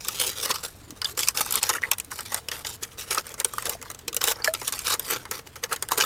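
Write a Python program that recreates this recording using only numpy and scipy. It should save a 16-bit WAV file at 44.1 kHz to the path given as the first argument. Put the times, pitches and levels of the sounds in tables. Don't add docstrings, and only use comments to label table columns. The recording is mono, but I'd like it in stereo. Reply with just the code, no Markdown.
import sys
import numpy as np
from scipy import signal
from scipy.fft import rfft, irfft, next_fast_len
from scipy.io import wavfile
from scipy.ndimage import uniform_filter1d, map_coordinates

SR = 44100
rng = np.random.default_rng(int(sys.argv[2]) if len(sys.argv) > 2 else 0)


def pcm_store(signal):
    levels = np.round(np.clip(np.atleast_2d(signal), -1, 1) * 32767)
    wavfile.write(sys.argv[1], SR, levels.astype(np.int16).T)


N = 266893

# f/Hz, level/dB per Hz (relative)
SHORE_SPECTRUM = [(20, -16), (35, -10), (85, -3.5), (120, -5.5), (180, -13), (310, -14.5), (450, -19),
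                  (700, -20.5), (1200, -22.5), (3000, -26.5), (8000, -39), (12000, -47), (15000, -57),
                  (16000, -60)]
# f/Hz, level/dB per Hz (relative)
MURMUR_SPECTRUM = [(380, -40), (440, -5.0), (465, -4), (495, -14.0), (570, -25.5)]
# f/Hz, level/dB per Hz (relative within a band)
GRIT_SPECTRUM = [(100, -19), (260, -14), (450, -1.5), (760, -9), (1200, 1), (2200, -4), (3200, -3),
                 (5500, -3.5), (8000, -4.5), (11000, -6.5), (13500, -9), (15200, -10), (16000, -45)]
# start t/s, length t/s, scrape level/dB halfway,
# swell level/dB from start to end, grinding level/dB relative to the scrape before a common trim
STROKES = [(0.007, 0.2, -35, 12.5, -14), (0.201, 0.095, -23.5, -2, -11), (0.315, 0.027, -37.5, -3, -7),
           (0.362, 0.091, -29.5, 12, -8), (0.478, 0.026, -30, 15, -1.5), (0.545, 0.021, -30, -5, -8),
           (0.582, 0.043, -43.5, -5, -6), (0.636, 0.03, -32, -3, -10.5), (0.68, 0.13, -51.5, -12, -20),
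           (1.057, 0.057, -36, -2.5, -7), (1.177, 0.13, -30, -13, -13), (1.351, 0.061, -26.5, 13.5, -9),
           (1.433, 0.099, -35.5, 6, -11), (1.543, 0.047, -25.5, -3.5, -9), (1.618, 0.1, -32, -1, -2),
           (1.734, 0.037, -33.5, 6, -4), (1.822, 0.076, -42, -10, 2.5), (2.11, 0.12, -40, -3.5, -9.5),
           (2.256, 0.061, -41, -5.5, -5), (2.329, 0.054, -34, 0.5, -4), (2.518, 0.1, -37.5, -4, -3.5),
           (2.652, 0.1, -35, -4, -8), (2.815, 0.018, -37, 15, -4.5), (2.866, 0.067, -51.5, 8, -8),
           (2.983, 0.04, -30.5, 2, -8), (3.049, 0.046, -47.5, 21, -1), (3.109, 0.073, -28.5, -8, -6.5),
           (3.177, 0.03, -34.5, -8, -8), (3.244, 0.076, -43, 9, -0.5), (3.383, 0.032, -38, 3, 1),
           (3.464, 0.17, -44.5, 3, -6), (3.649, 0.018, -32.5, 13, -3), (3.698, 0.044, -31.5, -4.5, -5),
           (3.852, 0.056, -48, -6, -1), (4.215, 0.058, -27.5, 0, -7), (4.279, 0.035, -21, -1, -5),
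           (4.36, 0.064, -48, 2, 4), (4.441, 0.039, -31.5, 8.5, -4.5), (4.553, 0.11, -41, 13, -11.5),
           (4.675, 0.011, -26.5, 5, -13), (4.728, 0.12, -34, -10, -11), (4.851, 0.094, -24, 3, -8.5),
           (5.007, 0.11, -34, 22, -6), (5.13, 0.12, -40, -28, -2.5), (5.316, 0.076, -35.5, -8.5, -1),
           (5.468, 0.0064, -47.5, 4, 2), (5.63, 0.013, -36.5, 9, 3), (5.695, 0.033, -36, 24.5, 2),
           (5.913, 0.067, -33.5, -12, -2), (5.981, 0.066, -26, -0.5, -5)]
# t/s, level/dB relative to the scrape, or to the blow before a trim
HOLLOW_DRIVE = [(0, -20), (0.5, -11), (1.0, -45), (2.8, -44), (3.1, -12), (3.7, -12), (4.3, -13),
                (4.6, -40), (5.0, -31), (5.4, -5), (6.05, -16)]
# f/Hz, level/dB per Hz (relative)
HOLLOW_AIR_SPECTRUM = [(270, -35), (380, -8.5), (465, -5.5), (530, -4.5), (680, -22)]
# t/s, level/dB before the band gain, low knock level/dB relative to it,
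# f/Hz of the pitch that rings most
CONTACTS = [(0.0482, -31.5, -4, 7000), (0.084, -19, -9, 7770), (0.4575, -23, -3, 8300),
            (0.508, -24, -2, 6250), (0.5119, -21, -13, 3900), (0.5573, -28.5, -1, 5000),
            (0.9058, -35, -9, 6000), (1.0167, -26.5, -4, 4970), (1.0458, -25.5, -2.5, 4790),
            (1.1745, -27.5, 0, 7350), (1.1913, -21.5, -7.5, 5380), (1.2318, -21.5, -14, 5100),
            (1.274, -24, -8, 5100), (1.285, -13, -13, 7300), (1.3733, -19.5, -17, 5500),
            (1.4084, -25, 0, 8300), (1.461, -29.5, -0.5, 10900), (1.5079, -24.5, -15, 10500),
            (1.5237, -20, -11, 11800), (1.5555, -19.5, -16, 11600), (1.63, -15, -15.5, 7030),
            (1.637, -24, -10, 4930), (1.692, -16, -3, 6700), (1.6995, -18.5, -7.5, 5850),
            (1.9147, -13, -9, 7600), (1.933, -26, -11, 5500), (1.9832, -29, -9.5, 9800),
            (1.9996, -25, -17, 8540), (2.0463, -40.5, -19, 9500), (2.1165, -32.5, 5.5, 8100),
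            (2.1893, -33, 6.5, 5970), (2.2069, -32, -4, 8600), (2.3197, -30.5, 4, 6600),
            (2.344, -19, -8, 9250), (2.4855, -25, -7, 5300), (2.5155, -24.5, -0.5, 4830),
            (2.648, -31, 1, 2950), (2.6682, -27, -12, 5030), (2.8328, -24, -12, 7000),
            (3.147, -25, -2, 11000), (3.1807, -22, -5, 4490), (3.2674, -35.5, -6, 8800),
            (3.292, -38, -13, 8400), (3.3408, -34, -4, 6700), (3.4003, -21, -9, 7320),
            (3.4464, -15.5, -13, 8600), (3.5363, -32.5, -6, 11700), (3.5828, -27.5, 1, 9750),
            (3.6235, -31.5, 0.5, 8400), (3.6552, -26, -2.5, 7800), (3.6948, -23, -14, 12500),
            (3.815, -38.5, 1, 6600), (3.8256, -32, -4.5, 6430), (3.9015, -30.5, -2, 6400),
            (3.914, -34.5, -20, 8700), (3.9467, -35, -9, 7300), (3.99, -40, -9, 7900),
            (4.08, -21, -13, 6520), (4.129, -31, -5, 6300), (4.1451, -28, -11, 10800),
            (4.1658, -17.5, -17, 8730), (4.24, -16, -11.5, 7200), (4.3187, -21, -12, 7230),
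            (4.4446, -15, -9, 5150), (4.538, -22, -7, 9100), (4.5483, -27.5, -2.5, 3760),
            (4.6151, -32, 4.5, 5430), (4.6787, -20.5, -10.5, 8970), (4.724, -25, -6.5, 8500),
            (4.7908, -24, -13, 6330), (4.87, -26.5, -4, 5540), (4.903, -23.5, -4, 7970),
            (4.9394, -22, -3, 9900), (4.9955, -23, -9.5, 11700), (5.2531, -38, 6, 4800),
            (5.312, -24, -4.5, 7200), (5.5568, -39, 4, 6100), (5.564, -39, -9, 5220),
            (5.6375, -23, -6, 4720), (5.7278, -22, -14, 7700), (5.7613, -30, -3.5, 7200),
            (5.8246, -21.5, -6, 8600), (5.887, -29.5, -2.5, 8700), (5.918, -19, -4, 7000),
            (5.9819, -23, -0.5, 11800), (6.0018, -22, 5, 3080), (6.009, -19, -12, 2980),
            (6.022, -22, -15, 2950)]
# f/Hz, level/dB per Hz (relative within a band)
TICK_SPECTRUM = [(100, -33), (300, -7), (460, -3), (720, -7), (1200, 4.5), (2200, 0), (4000, -1),
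                 (8300, 1.5), (11000, -3), (13500, -4.5), (15200, -5), (16500, -59)]
# lower f/Hz, upper f/Hz
BANDS = [(20, 2200), (2200, 7000), (7000, 20000)]
BAND_GAINS_DB, BAND_T60S = [-6.0, -4.0, -4.0], [0.0749, 0.0325, 0.01]
# f/Hz, width f/Hz, level/dB relative to the direct sound
BLADE_MODES = [(1320, 90, -12.5), (1960, 50, -9.5), (2935, 30, -4), (3930, 26, -23), (4600, 50, -6),
               (5090, 60, -10), (5600, 77, -6), (6610, 27, -29), (7400, 32, -41), (8150, 95, -15),
               (8650, 130, -14), (10700, 90, -3.5), (12560, 79, 6.5), (13700, 30, 1), (14700, 90, -1)]
# f/Hz, width f/Hz, level/dB relative to the direct sound
HOLLOW_MODES = [(380, 29, -10), (473, 49, -3.5), (670, 13, -45.5), (859, 85, 1.5), (1080, 99, -13.5)]
# t/s, initial f/Hz, tone level/dB, 60 dB decay t/s
BUBBLES = [(0.496, 416, -33, 0.075), (0.512, 365, -31, 0.054), (0.899, 303, -34.5, 0.059),
           (0.925, 268, -33, 0.038), (1.018, 4800, -15.5, 0.019), (1.045, 4800, -17, 0.028),
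           (1.055, 3450, -12.5, 0.022), (1.736, 1890, -25, 0.05), (1.753, 1380, -22, 0.035),
           (1.757, 1700, -24, 0.035), (1.783, 1770, -21, 0.013), (1.83, 1900, -17, .018),
           (1.836, 1945, -13, 0.026), (1.844, 1930, -20, 0.024), (1.852, 2015, -21, 0.027),
           (3.176, 1260, -15.5, 0.045), (3.537, 1170, -25, 0.027), (3.582, 1176, -15, 0.022),
           (3.686, 586, -31, 0.041), (3.751, 666, -29.5, 0.039), (4.318, 1450, -18, 0.02),
           (4.358, 5070, -29, 0.01), (4.421, 4550, -23, .011), (4.4759, 1680, -10, 0.033),
           (4.481, 630, -16, 0.11), (5.722, 1280, -16.5, 0.022), (5.92, 1085, -11, 0.026)]
# f/Hz, correlation [1]
LIKENESS = [(100, 0.93), (550, 0.89), (1000, 0.75), (1500, 0.5), (2200, 0.036), (3200, -0.1),
            (8000, -0.072), (15000, -0.19)]
# f/Hz, left minus right level/dB
LEFT_BALANCE = [(100, 1.4), (1300, 1.5), (2400, 2), (4300, 2.5), (5300, 3.5), (8200, 4.5), (12000, 2),
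                (14500, 5.5)]

BITE_S, RELEASE_DB_PER_S = 0.0075, 807
EVEN_HZ, BRIGHT_DB_PER_OCT = 6580, 10
PATCHY_DB = 4.5
TOP_HZ = 16300


def amp(db):
    return 10 ** (np.asarray(db) / 20)


def unit(x):
    return x / np.sqrt(np.mean(x ** 2) + 1e-20)


def along(points, hz):
    f, value = np.transpose(points)
    return np.interp(np.log(hz + 1), np.log(f + 1), value)


def wobble(rate):
    knots = rng.standard_normal(int(N * rate / SR) + 4)
    return map_coordinates(knots, [np.arange(N) * rate / SR])


def filtered(x, response):
    n = x.shape[-1]
    padded = next_fast_len(n + 8192)
    return irfft(rfft(x, padded) * response(np.fft.rfftfreq(padded, 1 / SR)), padded)[..., :n]


def add(track, s, sound):
    part = track[..., max(round(s * SR), 0):][..., :sound.shape[-1]]
    part += sound[..., :part.shape[-1]]


def noise(spectrum, band=(0, SR), patchy_db=0):
    def mid_side(hz):
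        turn = np.arccos(np.clip(along(LIKENESS, hz), -1, 1)) / 2
        in_band = (hz >= band[0]) * (hz < band[1])
        return amp(along(spectrum, hz)) * in_band * [np.cos(turn), np.sin(turn)]

    cells = signal.stft(rng.standard_normal((2, N)), nperseg=512)[2]
    field = uniform_filter1d(rng.standard_normal(cells.shape), size=4, axis=1)
    field = uniform_filter1d(field, size=14, axis=2)
    gain = amp(patchy_db * np.clip(unit(field), -2, 2))
    patchy = signal.istft(cells * gain, nperseg=512)[1][:, :N]
    mid, side = filtered(patchy, mid_side)
    return unit(np.array([mid + side, mid - side]))


def grains(rate, spread_db, t60):
    sizes = amp(spread_db * np.clip(rng.standard_normal(N), -2, 2))
    energy = (rng.random(N) < rate / SR) * sizes ** 2
    t = np.arange(SR // 10) / SR
    decay = amp(-60 * t / t60) ** 2
    return unit(np.sqrt(np.abs(signal.fftconvolve(energy, decay)[:N])))


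def shore(floor_db=-50, fizz_db=-55, murmur_db=-59):
    air = amp(floor_db + 0.21 * wobble(4.07)) * noise(SHORE_SPECTRUM)
    murmur = amp(murmur_db + 2.0 * wobble(7.8)) * noise(MURMUR_SPECTRUM)
    stir = amp(3 * wobble(8))
    sand = noise(GRIT_SPECTRUM, patchy_db=PATCHY_DB) * grains(rate=650, spread_db=12.0, t60=0.085)
    return air + murmur + amp(fizz_db) * stir * sand


def drag(length, swell_db):
    t = np.arange(int((length + .15) * SR)) / SR
    moving = t - BITE_S
    swell = swell_db * (np.clip(moving / length, 0, 1) - .5)
    release = RELEASE_DB_PER_S * np.maximum(moving - length, 0)
    return np.minimum(t / BITE_S, 1) * amp(swell - release)


def scraping(grind_db=-2, catch_db=1.24):
    t, scrape, grind = np.arange(N) / SR, np.zeros(N), np.zeros(N)
    for s, length, db, swell_db, low_db in STROKES:
        level = amp(db) * drag(length, swell_db)
        add(scrape, s - BITE_S, level)
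        add(grind, s - BITE_S, level * amp(low_db))
    fine = grains(rate=1500, spread_db=4.5, t60=.018)
    coarse = grains(rate=130, spread_db=4, t60=.009)
    crunch = unit(np.hypot(fine, amp(-6) * coarse) * amp(catch_db * wobble(70)))
    low, middle, high = [noise(GRIT_SPECTRUM, band, PATCHY_DB) * unit(amp(1.92 * wobble(110)))
                         for band in BANDS]
    brightness = amp(-1.0 + 0.85 * wobble(17))
    hiss = unit(middle + brightness * high)
    boom = amp(np.interp(t, *np.transpose(HOLLOW_DRIVE))) * noise(HOLLOW_AIR_SPECTRUM)
    return crunch * (scrape * (hiss + boom) + amp(grind_db) * grind * low)


def contacts(lead_db=-21, lead_t60=0.012, tail_db=-26, tail_t60=0.08, ring_db=4.5, ring_t60=0.017,
             rise_s=0.0009):
    out, lead = np.zeros((2, N)), SR // 150
    t = np.arange(-lead, SR // 8) / SR
    blow = (t >= 0) & (t < .008)
    for k, band in enumerate(BANDS):
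        source = noise(TICK_SPECTRUM, band, PATCHY_DB)
        direct = amp(-60 * abs(t) / BAND_T60S[k])
        tail = amp(tail_db - 60 * abs(t) / tail_t60)
        graze = amp(lead_db - 60 * abs(t) / lead_t60)
        shape = np.maximum(graze, np.hypot(direct, tail) * np.clip(t / rise_s, 0, 1))
        for (s, db, knock_db, hz), (place, *phases) in zip(CONTACTS, rng.random((len(CONTACTS), 3))):
            bright_db = BRIGHT_DB_PER_OCT * np.log2(hz / EVEN_HZ)
            levels = db + np.array([knock_db, -bright_db / 2, bright_db / 2])
            tick = source[:, int(place * (N - len(t))):][:, :len(t)] * shape
            tick = tick / np.sqrt(np.mean(tick[:, blow] ** 2))
            if band[0] <= hz < band[1]:
                offset = (k > 0) * np.array(phases)[:, None] / 2
                ring = np.sin(2 * np.pi * (hz * t + offset))
                tick = tick + amp(ring_db) * ring * (t >= 0) * amp(-60 * abs(t) / ring_t60)
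            add(out, s - lead / SR, tick * amp(levels[k] + BAND_GAINS_DB[k]))
    return out


def thumps(thump_db=3.0, thump_t60=0.057, rise_s=0.0018):
    level, t = np.zeros(N), np.arange(SR // 8) / SR
    shape = np.minimum(t / rise_s, 1) * amp(-60 * t / thump_t60)
    for s, db, *_ in CONTACTS:
        drive_db = np.interp(s, *np.transpose(HOLLOW_DRIVE))
        add(level, s, amp(db + thump_db + drive_db) * shape)
    return level * noise(HOLLOW_AIR_SPECTRUM)


def resonate(x, modes):
    def response(f):
        return 1 + sum(amp(db) * 1j * f * width / (centre * centre - f * f + 1j * f * width)
                       for centre, width, db in modes)
    return filtered(x, response)


def bubble(hz, t60, rise=0.1, attack_s=0.00033, splash_db=-8.5, splash_t60=0.024):
    t = np.arange(SR // 6) / SR
    pitch = hz * (1 + rise * np.minimum(t / t60, 1))
    tone = np.sin(2 * np.pi * np.cumsum(pitch) / SR) * amp(-60 * t / t60)
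    width = min(.35 * hz, 420)
    splash = unit(filtered(rng.standard_normal(len(t)), lambda f: np.exp(-((f - hz) / width) ** 2)))
    return (tone + splash * amp(splash_db - 60 * t / splash_t60)) * (1 - np.exp(-t / attack_s))


def water(count=90, small_hz=1100, small_t60=0.019, lap_hz=330, lap_t60=0.054):
    out = np.zeros(N)
    for s, hz, db, t60 in BUBBLES:
        add(out, s, amp(db) * bubble(hz, t60))
    for which, when, pitch, size in rng.random((count, 4)):
        start, length, *_ = STROKES[int(which * len(STROKES))]
        hz = small_hz * 2 ** (2.6 * (pitch - .5))
        add(out, start + when * length, amp(-46.5 + 5.0 * size) * bubble(hz, small_t60))
    for when, pitch, size in rng.random((count // 2, 3)):
        hz = lap_hz * 2 ** (1.2 * (pitch - .5))
        add(out, when * N / SR, amp(-40.7 + 7.3 * size) * bubble(hz, lap_t60, attack_s=0.0068))
    return out


def scene():
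    background = shore()
    tongs = resonate(scraping() + contacts() + thumps(), BLADE_MODES + HOLLOW_MODES)
    return filtered(tongs + water() + background,
                    lambda hz: amp(np.outer([.5, -.5], along(LEFT_BALANCE, hz))))


def record(dry):
    rounded = dry / (1 + dry ** 6) ** (1 / 6)
    return filtered(rounded, lambda hz: 1 / np.sqrt(1 + (hz / TOP_HZ) ** 160))


dry = scene()
out = record(dry)
pcm_store(out)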